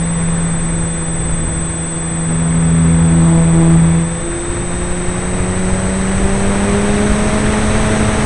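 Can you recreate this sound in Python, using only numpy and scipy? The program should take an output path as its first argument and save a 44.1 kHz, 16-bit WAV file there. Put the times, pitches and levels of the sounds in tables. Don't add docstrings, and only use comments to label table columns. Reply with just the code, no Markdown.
import sys
import numpy as np
from scipy import signal
from scipy.fft import rfft, irfft
from scipy.io import wavfile
from scipy.ndimage import uniform_filter1d

SR = 44100
rng = np.random.default_rng(int(sys.argv[2]) if len(sys.argv) > 2 else 0)


def to_wav(s):
    ch = np.atleast_2d(s).T
    pcm = np.round(np.clip(ch, -1, 1) * 32767)
    wavfile.write(sys.argv[1], SR, pcm.astype(np.int16))


def decibels_to_gain(level_db):
    exponent = np.asarray(level_db, float) / 20
    return 10 ** exponent


N = 363825

# stall level/dB, gain at full airspeed/dB, power law, rise per dB of extra load/dB
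WIND_LAYERS = [
    (-28, 9, 0.86, 0.35),
    (-32, 9.5, 0.87, 0.23),
    (-46, 11.5, 0.86, 0.08),
    (-50.5, 12, 0.74, .05),
]
# f/Hz, level/dB
PORT_COLOUR = [(1800, -4), (2600, -2), (3100, -2), (3900, -3), (4500, -11.5), (5500, -27)]


def curves(table):
    s, *columns = np.transpose(table)
    return [np.interp(np.arange(N) / SR, s, c) for c in columns]


def walk(rate):
    k = int(SR / rate)
    steps = np.repeat(rng.standard_normal(N // k + 1), k)
    return 0.83 * uniform_filter1d(uniform_filter1d(steps, k), k)[:N]


def noise(colour):
    hz, db = np.transpose(colour)
    f = np.fft.rfftfreq(N, 1 / SR) + 1
    shape = decibels_to_gain(np.interp(np.log(f), np.log(hz), db, -90, -90))
    x = irfft(rfft(rng.standard_normal(N)) * shape, N)
    return x / x.std()


def turn(hz):
    return 2 * np.pi * np.cumsum(hz) / SR


def tone(angle, db, flutter_db):
    return np.sqrt(2) * decibels_to_gain(db + flutter_db * walk(25)) * np.cos(angle)


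def swell(steady_db, events, edge_s=0.11):
    t = np.arange(N) / SR
    power = decibels_to_gain(2 * np.array(steady_db))
    for start, length, *db in events:
        to_edge = np.minimum(t - start, start + length - t)
        gate = np.clip(to_edge / (2 * edge_s) + 0.5, 0, 1)
        power += decibels_to_gain(2 * np.array(db))[:, None] * gate ** 2
    return list(10 * np.log10(power))


def wind_level(layer, speed, extra_db):
    stall_db, dive_db, law, wash = layer
    return stall_db + dive_db * speed ** law + wash * extra_db


def thumps():
    # t/s, peak level/dB
    eddies = [(1.338, -14), (4.502, -10), (4.912, -13), (5.085, -8), (5.406, -12), (5.65, -9), (5.731, -5),
              (6.253, -8), (7.119, -9), (7.367, -10.5), (7.804, -6), (8.18, -14.5)]
    rise_s, fall_s = 0.0024, 0.005
    t = np.arange(-2000, 2001) / SR
    dip = np.exp(-(t / np.where(t < 0, rise_s, fall_s)) ** 2)
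    hits = np.zeros(N)
    for s, db in eddies:
        hits[int(s * SR)] = decibels_to_gain(db)
    return -signal.fftconvolve(hits, dip, "same")


def buffeting(speed, extra_db):
    # f/Hz, level/dB
    rumble = [(12, 7.5), (30, -5.5), (60, -1.5), (110, -7.5), (200, -16), (350, -21.5), (600, -28.5),
              (1200, -41)]
    # t/s, length/s, level/dB
    gusts = [
        (0.254, 0.7, -26.5),
        (1.09, 0.56, -25.5),
        (3.853, 0.27, -34),
        (5.3, 0.22, -23.5),
        (5.648, 0.073, -24),
        (6.1, 0.5, -23.5),
        (7.9, 0.64, -25.5),
    ]
    steady_db = wind_level(WIND_LAYERS[0], speed, extra_db)
    level_db = swell([steady_db], gusts)[0] + 1.5 * walk(6)
    pressure = noise(rumble)
    pressure = pressure - 0.09 * (pressure ** 2 - 1)
    travel = 2.26 * np.tanh(pressure / 2.08)
    return thumps() + decibels_to_gain(level_db + 3.5) * travel


def slipstream(speed, extra_db):
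    # f/Hz, level/dB
    rush_colour = [(70, 8), (130, 12.5), (250, 7.5), (500, 4), (900, 2), (1400, 0.5), (2000, -1),
                   (2600, -7.5), (3400, -35)]
    # f/Hz, level/dB
    hiss_colour = [(3500, -9.5), (5000, -8.5), (6200, -1), (7100, -10), (7800, -5.5), (8400, 2.5),
                   (9100, -4), (10200, -10.5), (10700, -17.5), (11200, -36.5)]
    rush_db, port_db, hiss_db = (wind_level(layer, speed, extra_db) for layer in WIND_LAYERS[1:])
    eddy_db = walk(150) * decibels_to_gain(0.27 * (hiss_db + 38.5))
    rush = decibels_to_gain(rush_db + 4 + 1.14 * eddy_db) * noise(rush_colour)
    port = decibels_to_gain(port_db + 3 + 0.65 * eddy_db) * noise(PORT_COLOUR)
    hiss = decibels_to_gain(hiss_db + 6.5 + 0.33 * eddy_db) * noise(hiss_colour)
    return rush + port + hiss


def separated_flow(first_db, second_db):
    # f/Hz, level/dB
    roar = [(200, -12), (450, -7.5), (800, -1), (1200, -6.5), (2200, -34)]
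    level_db = first_db + 0.18 * (second_db + 24.5)
    return decibels_to_gain(level_db - 23.5) * noise(roar) + decibels_to_gain(level_db - 36.5) * noise(PORT_COLOUR)


def motor(blade, speed):
    # t/s, switching tone f/Hz
    clock = [(0, 8091), (4.0, 8084.6), (5.5, 8076.2), (7.0, 8070.5), (8.25, 8067.8)]
    # t/s, level/dB
    current = [(0, -26), (1.5, -25), (3.75, -26.5), (4.0, -28), (5.3, -29), (5.8, -28.5), (8.25, -31.5)]
    # t/s, length/s, first lower sideband level/dB
    yaws = [
        (3.12, 0.45, -38.5),
        (3.67, 0.55, -44.5),
        (4.17, 2.1, -48),
    ]
    side_orders = [-42, -21, -6, -4, -1, 1, 2, 4, 6, 7, 8, 10, 12, 14, 16, 21]
    side_levels = [-64, -62, -66, -66, -63, -61, -52, -39.5, -42, -58, -45, -50, -58, -58.5, -68, -67]
    cogging_orders = [11, 13, 21, 42, 63, 70, 84]
    cogging_levels = [-6, 1, -2, 1, -32, -18, -14.5]

    (switch_hz,), (switch_db,) = curves(clock), curves(current)
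    whine_db = -45.3 - 22 * speed ** 1.4
    lower_db, = swell([-55.5 + 3.0 * walk(1.9)], yaws)
    switch = turn(switch_hz) + 0.06 * walk(60) * decibels_to_gain(5 * walk(6)) + 0.04 * walk(400)
    out = tone(switch, switch_db, 0.21) + tone(switch - blade, lower_db, 0.73)
    shift_db = 0.55 * np.clip(lower_db + 51, 0, 12)
    for k, db in zip(side_orders, side_levels):
        level_db = db + shift_db * ((k == 2) - 1.0 * (k == 4))
        level_db = level_db + (switch_db + 26.5) * (k < 2 or k > 6)
        out += tone(switch + k * blade / 2 + 7 * rng.random(), level_db, 1.1)
    for k, db in zip(cogging_orders, cogging_levels):
        out += tone(k * blade / 2 + 0.22 * walk(40), whine_db + db, 0.46)
    return out


def harmonics(load_db, speed):
    # stall level/dB, gain at full airspeed/dB
    clean = [
        (-50, 8.5),
        (-39.5, 9.5),
        (-56, 15),
    ]
    # t/s, length/s, 2nd level/dB, 3rd level/dB,
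    # 4th level/dB
    episodes = [(.53, 1.82, -33.5, -41, -54), (2.882, 0.21, -33.5, -33, -48), (3.103, 0.16, -25.5, -36, -40),
                (3.254, 0.13, -21.5, -35, -32.5), (3.348, 0.1, -33, -25, -30), (3.45, 0.075, -26, -38, -37),
                (3.527, 0.24, -19.5, -44, -32), (3.564, .1, -20, -28, -35), (3.835, 0.22, -29, -37, -54),
                (4.0, 0.3, -36.5, -34, -53), (4.232, 0.435, -25.5, -51, -58), (4.674, 1.05, -27, -41.5, -44),
                (5.72, 0.63, -30.5, -34, -50), (6.201, .45, -25.5, -34, -37), (6.65, 0.453, -21.5, -38, -41.5),
                (7.1, 1.3, -26, -34, -38)]
    upper_db = swell([db + dive_db * speed for db, dive_db in clean], episodes, edge_s=0.028)
    first_db = load_db + 1.2 * speed * walk(7)
    return [first_db] + [db + 0.85 * walk(5) for db in upper_db]


def propeller(blade, lean, blades_db, speed):
    # stall level/dB, gain at full airspeed/dB
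    wobble = [
        (-37, 8.5),
        (-43, -14),
        (-45.5, 7),
    ]
    # t/s, length/s, 1st level/dB, 3rd level/dB, 5th level/dB
    shakes = [
        (2.262, 0.52, -36, -27, -39.5),
        (2.695, 0.59, -20.5, -23.5, -38.5),
        (3.306, .5, -25, -33, -36.5),
        (3.8, 0.2, -24.5, -44, -41),
        (5.15, 0.85, -29, -39, -35),
    ]
    odds_db = swell([db + dive_db * speed + 4.2 * walk(4) for db, dive_db in wobble], shakes)
    odds_db += [odds_db[-1] - 4.0, odds_db[-1] - 9.5]
    sharp_db = blades_db[-1] + 0.35 * (blades_db[0] + 10.5)
    blades_db = blades_db + [sharp_db - 4.0, sharp_db - 8.5, sharp_db - 12]
    blade = blade + 0.047 * walk(30)
    out = np.zeros(N)
    for k, db in enumerate(blades_db):
        out += tone((k + 1) * blade + lean, db, 0.5 + 0.2 * k)
    for k, db in enumerate(odds_db):
        out += tone((k + 1 / 2) * blade + lean + 1.4, db, 0.63)
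    return out


def scene():
    # t/s, blade rate f/Hz
    propeller_speed = [(0.0, 168.1), (1.0, 165.9), (1.75, 164.8), (2.75, 164.7), (3.25, 165.2),
                       (3.75, 164.6), (4.0, 166.2), (4.25, 169.8), (4.5, 172.7), (5.5, 182.9),
                       (5.75, 187.1), (6.25, 193.8), (7.0, 206.9), (7.25, 210.1), (7.75, 214.2),
                       (8.25, 214.2)]
    # t/s, level/dB
    blade_load = [(0, -18), (.4, -16), (.7, -18.5), (1.0, -22.5), (1.96, -24), (2.38, -15.5), (2.7, -11.5),
                  (3.3, -9.5), (3.45, -10.5), (3.75, -8), (3.98, -12), (4.05, -16.5), (4.2, -25.5),
                  (4.43, -37), (4.66, -27), (5.6, -19.5), (6.6, -17.5), (8.25, -19.5)]
    # t/s, lean/rad, depth of its puff in the slipstream/0-1, lag of the puff/rad
    pulse = [
        (0, 1.9, 0.26, 4.65),
        (2.2, 3.2, 0.05, 2.7),
        (3.2, 3.07, 0.3, 5.9),
        (3.9, 3.54, 0.07, 1.25),
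        (4.4, 3.83, 0.14, 2),
        (6, 4.7, 0.19, 2.8),
        (8.25, 3.8, 0.16, 6.2),
    ]
    (blade_hz,), (load_db,) = curves(propeller_speed), curves(blade_load)
    lean, depth, lag = curves(pulse)
    stall_hz, dive_hz = 164.5, 214.2
    speed = np.clip((blade_hz - stall_hz) / (dive_hz - stall_hz), 0, 1)
    plain_load_db = -22 + 11.5 * np.sqrt(speed)
    extra_db = np.clip(load_db - plain_load_db, 0, None)
    blades_db = harmonics(load_db, speed)
    blade = turn(blade_hz) + 0.016 * walk(13)
    puff = 1 + depth * np.cos(blade + lean - lag)

    air = buffeting(speed, extra_db) + puff * slipstream(speed, extra_db)
    air += puff ** 3 * separated_flow(*blades_db[:2])
    return (air + motor(blade, speed) + propeller(blade, lean, blades_db, speed))[None]


def top_cut(x):
    return signal.sosfilt(signal.butter(12, 11320, fs=SR, output="sos"), x)


def record(dry):
    bent = dry - 0.11 * (dry ** 2 - uniform_filter1d(dry ** 2, 2000)) - 0.012
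    rounded = 1.014 * bent / (1 + (bent / 0.98) ** 6) ** (1 / 6)
    return top_cut(np.clip(rounded, -1, 1))


dry = scene()
out = record(dry)
to_wav(out)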